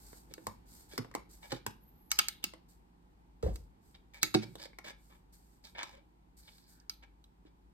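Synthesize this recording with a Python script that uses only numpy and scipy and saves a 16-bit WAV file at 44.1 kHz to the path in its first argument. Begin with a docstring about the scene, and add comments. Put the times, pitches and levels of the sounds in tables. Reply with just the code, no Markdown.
"""Wooden chopsticks pick about in a plastic food box on a table, close by in a quiet room.
The tips tap, press and scrape the floor of the box; the sticks click on each other or the rim.
Blows ring damped modes, most with a noise crack; scrapes are stick-slip noise in wandering resonances.
The table judders in a dull bump, then the box rocks and knocks on it. A thin, high squeak sounds once.
A rustling sleeve and a low ventilation hum fill the gaps."""
import sys
import numpy as np
from scipy import signal
from scipy.fft import rfft, irfft
from scipy.io import wavfile

SR = 44100
rng = np.random.default_rng(int(sys.argv[2]) if len(sys.argv) > 2 else 0)


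def waveform_to_disk(signal):
    """Save audio, clipped to [-1, 1], as 16-bit WAV at the path in sys.argv[1]."""
    frames = np.transpose(np.atleast_2d(signal))
    scaled = np.clip(frames, -1, 1) * 32767
    samples = np.round(scaled).astype(np.int16)
    wavfile.write(sys.argv[1], SR, samples)


N = 340893
BLOW_N = int(0.6 * SR)
BLOW_T = np.arange(BLOW_N) / SR


def amp(db):
    return 10 ** (np.asarray(db) / 20)


def unit_rms(x):
    return x / np.sqrt(np.mean(x ** 2) + 1e-20)


def unit_blow(x):
    """Scale to the energy of 10 ms at level one."""
    return x / np.sqrt(np.sum(x ** 2) / len(x) / (SR / 100))


def lookup(table, hz, column=1):
    """Interpolate over log frequency."""
    table = np.array(table)
    return np.interp(np.log(hz + 1), np.log(table[:, 0] + 1), table[:, column])


def decay(t, t60_s):
    return np.exp(-np.log(1000) * t / t60_s)


def add(mix, start_s, sound):
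    part = mix[:, round(start_s * SR):][:, :sound.shape[1]]
    part += sound[:, :part.shape[1]]


def colour(x, gains, column=1):
    """Minimum-phase filter from (frequency [Hz], gain [dB]) rows."""
    log_gain = np.log(amp(lookup(gains, abs(np.fft.fftfreq(2048, 1 / SR)), column)))
    impulse = np.fft.ifft(np.exp(signal.hilbert(log_gain).conj())).real
    return signal.oaconvolve(x, impulse[None], axes=1)[:, :x.shape[1]]


def tone(x, bass_db, treble_db):
    """Soft contacts favour the bass, hard ones the treble."""
    return colour(x, [(200, bass_db), (800, 0), (3000, 0), (12000, treble_db)])


def lift(x, hz, db, span=1.414):
    """The contact spot lifts one broad resonance."""
    return colour(x, [(hz / span, 0), (hz, db), (hz * span, 0)])


def resonate(x, hz, width_hz):
    """Unity-gain resonance following the curve hz."""
    carrier = np.exp(2j * np.pi * np.cumsum(hz) / SR)
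    pole = np.exp(-np.pi * width_hz / SR)
    return 2 * (carrier * signal.lfilter([1 - pole], [1, -pole], x / carrier + 1e-18)).real


def drift(per_s, size=N):
    """Straight lines between unit Gaussian knots."""
    knots = rng.standard_normal(int(size / SR * per_s) + 2)
    return np.interp(np.arange(size) / SR * per_s, np.arange(len(knots)), knots)


def snags(per_s, size=N, release_s=0.0006):
    """Random catches of uneven strength."""
    catches = (rng.random(size) < per_s / SR) * rng.random(size)
    return signal.lfilter([1], [1, -np.exp(-1 / (release_s * SR))], catches)


# Right channel's lag for close sounds: (frequency [Hz], phase [rad])
RIGHT_LAG = [(60, 0.5), (300, -1.0), (700, -2.5), (1400, -2), (2000, 0.87), (2700, 4.5), (6500, 4),
             (8000, 6.5), (10200, 10), (12300, 12), (14500, 17)]
def near_noise(size):
    """One white noise, arriving out of step left and right."""
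    lag_rad = lookup(RIGHT_LAG, np.fft.rfftfreq(size, 1 / SR)) * np.array([[0], [1]])
    return irfft(rfft(rng.standard_normal(size)) * np.exp(-1j * lag_rad), size)


# Left-right likeness of diffuse sound: (frequency [Hz], correlation [-1..1])
DIFFUSE_CORRELATION = [(50, 0.88), (150, 1), (400, 0.26), (1000, -0.6), (4000, -0.21), (14000, -0.36)]
def diffuse_noise(size):
    """White noise, partly alike left and right."""
    left, other = rfft(rng.standard_normal((2, size)))
    same = np.clip(lookup(DIFFUSE_CORRELATION, np.fft.rfftfreq(size, 1 / SR)), -1, 1)
    right = same * left + np.sqrt(1 - same ** 2) * other
    return irfft(np.array([left, right]), size)


def ring(modes, pitch=1, rise_cycles=0.6, scatter_db=0):
    """Damped modes with a brief build-up; scatter varies their balance per blow."""
    out = np.zeros((2, BLOW_N))
    for k, (hz, db, t60_s) in enumerate(modes):
        lag_rad = lookup(RIGHT_LAG, hz) * np.array([[0], [1]])
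        swing = (-1) ** k * np.sin(2 * np.pi * hz * pitch * BLOW_T - lag_rad)
        rise = 1 - np.exp(-BLOW_T * hz / rise_cycles)
        out += amp(db + scatter_db * rng.standard_normal()) * decay(BLOW_T, t60_s) * rise * swing
    return unit_blow(out)


def crack(spectrum, t60_s, rise_s=0.0018):
    """Dense, quickly damped modes of a contact, as a noise burst."""
    envelope = decay(BLOW_T, t60_s) * (1 - np.exp(-BLOW_T / rise_s))
    return unit_blow(colour(near_noise(BLOW_N) * envelope, spectrum))


# Hum lines: (frequency [Hz], level [dB])
HUM_LINES = [(52, -66.5), (177, -75.5)]
# Air wash: (time [s], level [dB])
AIR_LEVELS = [(0, -59.5), (3, -64.5), (7, -66), (7.7, -66)]
# Air wash: (frequency [Hz], gain [dB])
AIR_SPECTRUM = [(20, -12.5), (50, 8), (90, -5), (190, -2.5), (330, -6), (600, -21), (860, -8),
                (1200, -19.5), (2500, -24.5), (6000, -38.5), (12000, -35.5), (16000, -46.5)]
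def ventilation(swell_db=0.5, waver_cycles=0.14):
    """A dull wash of air with two wavering hum lines."""
    t = np.arange(N) / SR
    hum = sum(amp(db) * np.sqrt(2) * np.sin(2 * np.pi * (hz * t + waver_cycles * drift(9.6)))
              for hz, db in HUM_LINES)
    air_db = np.interp(t, *np.transpose(AIR_LEVELS)) + swell_db * drift(2.5)
    return hum + amp(air_db) * unit_rms(colour(diffuse_noise(N), AIR_SPECTRUM))


def brush(start_s, length_s, db, rise_share=0.61, release_db_per_s=184):
    """Envelope of one sleeve move: rise, hold, release."""
    t = np.arange(N) / SR - start_s
    rise = np.sin(np.pi / 2 * np.clip(t / (rise_share * length_s), 0, 1))
    return rise * amp(db - release_db_per_s * np.maximum(t - length_s, 0))


# Hand moves: (start [s], length [s], level [dB])
SLEEVE_MOVES = [(-.06, 0.24, -56.5), (0.23, 0.29, -66), (0.651, .16, -56), (0.872, 0.083, -58.5),
                (1.288, 0.059, -57), (1.4, 0.083, -59.5), (2.682, 0.024, -63), (3.522, 0.043, -61),
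                (3.805, 0.11, -69.5), (4.388, 0.26, -67.5), (4.949, 0.2, -69), (5.322, 0.021, -59.5),
                (5.34, 0.22, -71), (5.621, 0.081, -66), (6.365, 0.024, -57.5), (6.407, 0.19, -65.5),
                (6.664, 0.065, -61.5)]
# Cloth rustle: (frequency [Hz], gain [dB])
CLOTH_SPECTRUM = [(200, -9), (1200, -3.5), (2000, -2.5), (2900, -9.5), (4500, 1), (6000, -3), (8000, 3.5),
                  (11500, -1.5), (13200, 0.5), (14500, -5.5), (17000, -11.5)]
def sleeve(rest_db=-89.5, grain_db=2, snag_db=4):
    """Cloth fibres slide in a grainy hiss and snag; the finest sparkle on their own."""
    speed = np.sqrt(amp(rest_db) ** 2 + sum(brush(*move) ** 2 for move in SLEEVE_MOVES))
    slide = diffuse_noise(N) * (amp(grain_db * drift(510)) + amp(snag_db) * snags(per_s=110))
    highpass = signal.butter(2, 10000, "high", fs=SR, output="sos")
    sparkle = signal.sosfilt(highpass, near_noise(N)) * amp(1 - drift(200))
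    return speed * unit_rms(colour(slide + sparkle, CLOTH_SPECTRUM))


# Contact snap: (frequency [Hz], gain [dB])
SNAP_SPECTRUM = [(500, -24.5), (3000, -11.5), (7000, -0.5), (12500, 3.5), (16000, -1.5)]
def snap(t60_s, rise_s):
    """The bright first instant of a tap or click."""
    return crack(SNAP_SPECTRUM, t60_s, rise_s)


# Tapped box: (frequency [Hz], level [dB], t60 [s])
BOX_MODES = [(179, -17.5, 0.042), (300.4, -4, 0.043), (466, 3, 0.025), (830, -3.5, 0.015), (1059, 2, 0.012),
             (1650, -5, 0.0095), (2070, 0, 0.0067), (3933, -5, 0.0072), (5170, -8, .006)]
# Tap crack: (frequency [Hz], gain [dB])
TAP_SPECTRUM = [(80, -15), (200, 0.5), (450, 6.5), (1200, 4), (2000, 4), (3200, -2.5), (5000, -5),
                (8000, -4), (12000, -7.5), (16000, -20)]
# Tip strikes: (time [s], level [dB], bass [dB], treble [dB], resonance [Hz], lift [dB])
TIP_TAPS = [(.13, -49, 6, -13, 450, 0.5), (.38, -44, 12, -29, 420, 2), (.468, -30.5, -1, 4, 980, 7.5),
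            (.935, -46.5, 20, 9, 397, 7), (.978, -31.5, -16, -0.5, 4760, 10.5),
            (.985, -31.5, 15.5, -7, 490, 5), (1.046, -46, 13, -12, 503, 8),
            (1.113, -51.5, 0.5, -8, 1090, 9), (1.14, -47, -23, 4, 1900, 16), (1.15, -29, 3, 0, 1050, 5),
            (1.519, -34, -17, -13, 5150, 7), (1.524, -30.5, 1, -8.5, 446, 7),
            (1.664, -29.5, -3.5, 3, 2613, 2.5), (2.536, -45, 2, -10, 292, 13),
            (4.554, -42.5, 8.5, 1.5, 3500, 13.5), (4.655, -45.5, -2, -10, 570, 14),
            (4.731, -55.5, -4, -25, 2270, 13), (4.786, -41, -4, -2, 2280, 9.5),
            (5.832, -39, -30.5, -18, 985, 12), (7.451, -52, 23, -20.5, 301, 8.5)]
def taps():
    """Tips strike the floor of the box, ringing it a little differently at each spot."""
    out = np.zeros((2, N))
    for time_s, db, bass_db, treble_db, lift_hz, lift_db in TIP_TAPS:
        pitch = 1 + 0.04 * rng.standard_normal()
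        tap = ring(BOX_MODES, pitch, scatter_db=3.5) + crack(TAP_SPECTRUM, t60_s=0.016)
        tap += amp(-10) * snap(t60_s=0.01, rise_s=0.0023)
        tap = lift(tone(tap, bass_db, treble_db), lift_hz, lift_db)
        add(out, time_s, amp(db) * unit_blow(tap))
    return out


# Rubbed stick and box: (frequency [Hz], width [Hz], gain [dB])
RUB_MODES = [(571, 63, 0.5), (896, 120, -0.5), (1280, 90, -6), (1705, 170, -1), (2295, 100, 4.5),
             (3000, 400, -9.5), (3480, 110, -2.5), (4800, 210, -11), (5980, 50, -15)]
# Friction hiss: (frequency [Hz], gain [dB])
HISS_SPECTRUM = [(100, -14), (600, -3), (1000, 3), (1700, -2.5), (2250, 7), (2800, -4.5), (3550, 4.5),
                 (4300, -2.5), (5200, -7), (7000, -13), (12000, -22.5), (16000, -28.5)]
# Drags: (start [s], peak [s], end [s], level [dB], bass [dB], treble [dB], resonance [Hz], lift [dB])
TIP_DRAGS = [(0.296, 0.318, .335, -52, 25, -5, 394, 12), (0.897, 0.931, .978, -51.5, -9, 4, 4200, 4),
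             (1.42, 1.437, 1.49, -50, 1, -7, 850, 10), (1.495, 1.506, 1.6, -46.5, 8, 2, 4000, 4),
             (2.103, 2.114, 2.12, -39, -28, 4, 6060, 15), (2.165, 2.202, 2.205, -45, -20, 4, 6255, 10),
             (2.425, 2.445, 2.447, -44.5, 0, 7.5, 2880, 17),
             (3.941, 3.946, 3.968, -54, 0.5, -14.5, 3790, 5.5),
             (4.136, 4.138, 4.21, -48, 1.5, 4.5, 2120, 8), (4.212, 4.247, 4.27, -35, 7, 17, 4170, 20),
             (4.417, 4.425, 4.45, -40.5, 13, -0.5, 4300, 5),
             (4.574, 4.646, 4.672, -45, 2.5, 3.5, 4520, 7.5),
             (4.837, 4.875, 4.925, -40.5, 10.5, -1, 2040, 3.5),
             (5.095, 5.109, 5.18, -58.5, 8.5, -21.5, 1010, 13.5), (5.637, 5.642, 5.71, -52, -8, 6, 4340, 8),
             (5.747, 5.754, 5.785, -46, 0, -35, 1680, 2), (5.769, 5.799, 5.85, -37, -9, -17, 1660, 5),
             (5.828, 5.828, 5.99, -52, -1, 1.5, 1004, 8), (5.916, 5.96, 6.02, -56.5, 17.5, -23, 550, 9.5),
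             (6.37, 6.49, 6.8, -65, -1.5, 11, 4420, 14.5), (6.473, 6.482, 6.499, -51, -8, -11, 3300, 8),
             (6.666, 6.788, 6.87, -72, -11.5, -12.5, 1480, 22),
             (7.022, 7.031, 7.055, -52.5, -4.5, -15, 2590, 2),
             (7.456, 7.469, 7.49, -61.5, 18.5, -10.5, 4200, 5)]
def scrapes(slip_db=3.5, catch_db=2.5, crumb_db=17, grit_db=5, hiss_db=-5, wander=0.012):
    """A dragged tip slips and catches, driving resonances that wander as it travels; crumbs crackle."""
    out = np.zeros((2, N))
    for start_s, peak_s, end_s, db, bass_db, treble_db, lift_hz, lift_db in TIP_DRAGS:
        t = np.arange(start_s, end_s, 1 / SR)
        size = len(t)
        grip = amp(slip_db * drift(900, size) + catch_db * drift(130, size))
        crumbs = amp(crumb_db) * snags(110, size)
        slips = (grip + crumbs) * near_noise(size)
        grit = amp(grit_db * drift(1800, size))
        body = sum(amp(mode_db) * resonate(slips, hz * (1 + wander * drift(36, size)), width_hz)
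                   for hz, width_hz, mode_db in RUB_MODES)
        hiss = colour(grip * grit * near_noise(size), HISS_SPECTRUM)
        rub = tone(unit_rms(body) + amp(hiss_db) * unit_rms(hiss), bass_db, treble_db)
        pressure = np.sin(np.pi / 2 * np.interp(t, [start_s, peak_s, end_s], [0, 1, 0]))
        add(out, start_s, amp(db) * unit_rms(lift(rub, lift_hz, lift_db)) * pressure)
    return out


# Wooden stick: (frequency [Hz], level [dB], t60 [s])
STICK_MODES = [(334, -18, 0.024), (836, -11.5, 0.035), (1290, -2, 0.032), (1630, -5, 0.018),
               (2220, -3.5, .034), (2615, -4.5, 0.03), (2878, -3, 0.013), (3903, -2.5, 0.026),
               (4820, -4.5, 0.032), (6250, 0, 0.013), (8230, -2.5, 0.007)]
# Click crack: (frequency [Hz], gain [dB])
CLICK_SPECTRUM = [(50, -22.5), (200, -11.5), (600, -14), (1200, 0), (2500, 1.5), (4000, 6), (6000, 0.5),
                  (8500, -2.5), (12000, -3.5), (16000, -8.5)]
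# Stick strikes: (time [s], level [dB], bass [dB], treble [dB], resonance [Hz], lift [dB])
STICK_CLICKS = [(0.338, -43, -16, 4.5, 5200, 2.5), (2.116, -23, -23.5, 2, 1250, 1),
                (2.185, -40, 15, -16, 6100, 11), (2.189, -18, 5, 7, 2850, 16.5),
                (2.193, -21, 1, -5, 1350, 8.5), (2.2845, -28, 3, 8, 3890, 6.5),
                (2.4405, -26, 21, 11, 2740, 14), (3.427, -46, 0.5, -2.5, 1160, 17.5),
                (3.558, -47.5, -6.5, 6, 4014, 1.5), (4.2307, -19, 13, 6, 2040, 13.5),
                (4.342, -27.5, 19, -4, 1130, 17), (4.347, -23, 26.5, -10, 4200, 7.5),
                (5.831, -37, 19.5, -14, 7860, 8.5), (6.582, -61.5, -6.5, -5, 4200, 16),
                (6.8, -62.5, -5, -2.5, 5300, 16), (6.896, -35, -7, 6.5, 5200, 16),
                (7.241, -59.5, 1.5, 6.5, 3500, 19.5)]
def clicks(doubling_db=23.5):
    """Stick hits stick or rim: crack, snap and wooden modes. 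Returns direct sound and room send."""
    direct, send = np.zeros((2, 2, N))
    for time_s, db, bass_db, treble_db, lift_hz, lift_db in STICK_CLICKS:
        t60_s = 0.018 * 2 ** (-treble_db / doubling_db)  # soft contacts last longer
        pitch = 1 + 0.006 * rng.standard_normal()
        wood = ring(STICK_MODES, pitch, rise_cycles=0.39, scatter_db=2.5)
        contact = crack(CLICK_SPECTRUM, t60_s, rise_s=0.00083)
        contact += amp(-5) * snap(0.13 * t60_s, rise_s=0.002)
        click = lift(contact + amp(2.5) * wood, lift_hz, lift_db)
        add(direct, time_s, amp(db) * unit_blow(tone(click, bass_db, treble_db)))
        burst = crack(CLICK_SPECTRUM, t60_s / 10, rise_s=0.00039)
        radiated = lift(burst + amp(-5) * wood, lift_hz, lift_db / 2)
        add(send, time_s, amp(db) * unit_blow(tone(radiated, bass_db, treble_db)))
    return direct, send


# Box floor: (frequency [Hz], level [dB], t60 [s])
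FLOOR_MODES = [(123.7, 3, .17), (164.8, -1, 0.1), (260.2, 2, 0.13)]
# Firm contacts: (time [s], level [dB], pitch [ratio])
TIP_PRESSES = [(0.472, -44.5, 0.81), (0.991, -34, 0.96), (1.524, -37.5, 0.99), (1.669, -41.5, 0.82)]
def presses():
    """Firm tips push the box floor down and ring its low modes."""
    out = np.zeros((2, N))
    for time_s, db, pitch in TIP_PRESSES:
        add(out, time_s, amp(db) * ring(FLOOR_MODES, pitch, rise_cycles=0.5))
    return out


# Squeak glide: (time [s], pitch [Hz])
SQUEAK_GLIDE = [(1.8, 11600), (1.85, 12900), (1.945, 14000), (2.02, 12600), (2.125, 12200)]
# Squeak strands: (pitch [ratio], width [Hz], level [dB])
SQUEAK_STRANDS = [(1, 420, -75), (.905, 560, -79)]
def squeak(fade_s=0.024, flutter_db=4):
    """A thin, wet stick-slip note: narrow noise strands gliding together."""
    times_s, glide_hz = np.transpose(SQUEAK_GLIDE)
    t = np.arange(times_s[0], times_s[-1], 1 / SR)
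    swell = np.clip(np.minimum(t - times_s[0], times_s[-1] - t) / fade_s, 0, 1)
    out = np.zeros((2, N))
    for ratio, width_hz, db in SQUEAK_STRANDS:
        hz = ratio * np.interp(t, times_s, glide_hz)
        strand = resonate(resonate(near_noise(len(t)), hz, width_hz), hz, width_hz)
        add(out, times_s[0], swell * amp(db + flutter_db * drift(80.7, len(t))) * unit_rms(strand))
    return out


# Table top: (frequency [Hz], level [dB], t60 [s])
TABLE_MODES = [(58.4, -3.5, 0.47), (86.5, 0.5, 0.13), (126, -3.5, 0.17), (201.6, -15.5, 0.3),
               (322, -18, 0.16), (522, 2.5, 0.071), (705, -24.5, 0.098)]
# Dull thud: (frequency [Hz], gain [dB])
THUD_SPECTRUM = [(60, -6.5), (150, 0), (300, -0.5), (500, -5), (800, -11), (1500, -22.5), (4000, -29.5),
                 (16000, -40)]
# Judder: (time [s], level [dB], pitch [ratio], bass [dB])
TABLE_BUMPS = [(3.431, -27, 0.88, -5), (3.446, -28, 0.82, 9), (3.463, -26, 1.02, -0.5),
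               (3.484, -36.5, 1.35, 1.5)]
def bumps():
    """The table judders: quick, dull blows ring its top."""
    out = np.zeros((2, N))
    for time_s, db, pitch, bass_db in TABLE_BUMPS:
        bump = ring(TABLE_MODES, pitch, rise_cycles=0.46) + amp(-13) * crack(THUD_SPECTRUM, t60_s=0.3)
        add(out, time_s, amp(db) * unit_blow(tone(bump, bass_db, treble_db=0)))
    return out


# Box base: (frequency [Hz], level [dB], t60 [s])
BASE_MODES = [(113, -18, 0.48), (140, -7.5, 0.08), (167.2, -6.5, 0.1), (218.4, -13.5, 0.23),
              (313, -4, 0.17), (364.6, -3.5, 0.11), (393, -7, .055), (470, -13.5, .1), (607, -15, 0.06),
              (752, -9, 0.082), (915, -12, 0.04)]
# Box on table: (time [s], level [dB], left minus right [dB])
BOX_KNOCKS = [(4.232, -39.5, -2), (4.345, -20, -0.5)]
def knocks():
    """The box rocks on the table and its hollow base rings."""
    out = np.zeros((2, N))
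    for time_s, db, pan_db in BOX_KNOCKS:
        pan = amp([[pan_db / 2], [-pan_db / 2]])
        add(out, time_s, amp(db) * unit_blow(pan * ring(BASE_MODES, rise_cycles=0.62)))
    return out


# Echoes off table and box walls: (left delay [s], right delay [s], gain [dB])
NEAR_ECHOES = [(.00068, 0.00062, -23.5), (.00135, 0.0031, -17), (.0027, 0.0013, -17.5)]
def nearby(x):
    """Close, hard surfaces comb the sound differently left and right."""
    out = x.copy()
    for left_s, right_s, db in NEAR_ECHOES:
        add(out, left_s, amp(db) * x * [[1], [0]])
        add(out, right_s, amp(db) * x * [[0], [1]])
    return out


# Reverberation: (frequency [Hz], gain [dB], t60 [s])
ROOM_BANDS = [(60.2, -6, 1), (198.6, 4, 0.38), (599, 5, 0.17), (1489, 2.5, 0.31), (4018, 0, 0.32),
              (7660, 0, 0.19), (12400, -2, 0.34), (15900, -2.5, 0.15)]
def room_tail(onset_s=0.0036, early_db=-2, early_t60_s=0.093, clump_db=2):
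    """Reflections arrive in clumps, strong at first; each band decays at its own rate."""
    reflections = diffuse_noise(BLOW_N) * amp(clump_db * drift(350, BLOW_N))
    hz, t, bands = signal.stft(reflections, SR, nperseg=256)
    t60_s = lookup(ROOM_BANDS, hz, column=2)[:, None]
    tail = signal.istft(bands * decay(t, t60_s), SR)[1][:, :BLOW_N]
    onset = 1 - np.exp(-(BLOW_T / onset_s) ** 2)
    early_boost = 1 + amp(early_db) * decay(BLOW_T, early_t60_s)
    tail = colour(tail * onset * early_boost, ROOM_BANDS)
    return tail / np.linalg.norm(tail[0])


def room(x, tails=3, crossfade_hz=2.3):
    """Three reverb tails crossfade steadily, so the room rings at no fixed pitch."""
    cycles = np.arange(N) / SR * crossfade_hz
    shares = [np.sqrt(2 / tails) * np.cos(2 * np.pi * (cycles + k / tails)) for k in range(tails)]
    return sum(signal.fftconvolve(x * share, room_tail(), axes=1)[:, :N] for share in shares)


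def scene():
    """Contacts and their reverberation, plus sleeve, squeak and ventilation."""
    click_direct, click_send = clicks()
    tips = amp(-3.5) * nearby(taps() + scrapes())
    sticks = amp(-2.5) * nearby(click_direct)
    heavy = knocks() + presses() + bumps()
    reverb = room(amp(-9.5) * tips + amp(-14.5) * click_send + amp(-14) * heavy)
    cloth = amp(-2.5) * nearby(sleeve())
    return tips + sticks + heavy + reverb + cloth + squeak() + ventilation()


# Tone colour: (frequency [Hz], left gain [dB], right gain [dB])
CHANNEL_GAINS = [(60, 0.5, -1), (277, -3.5, 1.5), (500, -1.5, 2), (1113, 0.5, -2.5), (2620, -3.5, -3),
                 (4740, 0.5, 2.5), (9390, -0.5, -0.5), (10180, -24.5, -16.5), (11180, -1, -1.5),
                 (13530, -0.5, -0.5), (14700, -11, -9), (15300, -6, -2.5)]
def record(dry, cutoff_hz=16500):
    """Left and right tone colour, with narrow treble dips near 10 and 14.7 kHz; then a low-pass."""
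    left = colour(dry[:1], CHANNEL_GAINS, column=1)
    right = colour(dry[1:], CHANNEL_GAINS, column=2)
    lowpass = signal.firwin(255, cutoff_hz, window=("kaiser", 9), fs=SR)
    return signal.oaconvolve(np.vstack([left, right]), lowpass[None], "same")


dry = scene()
out = record(dry)
waveform_to_disk(out)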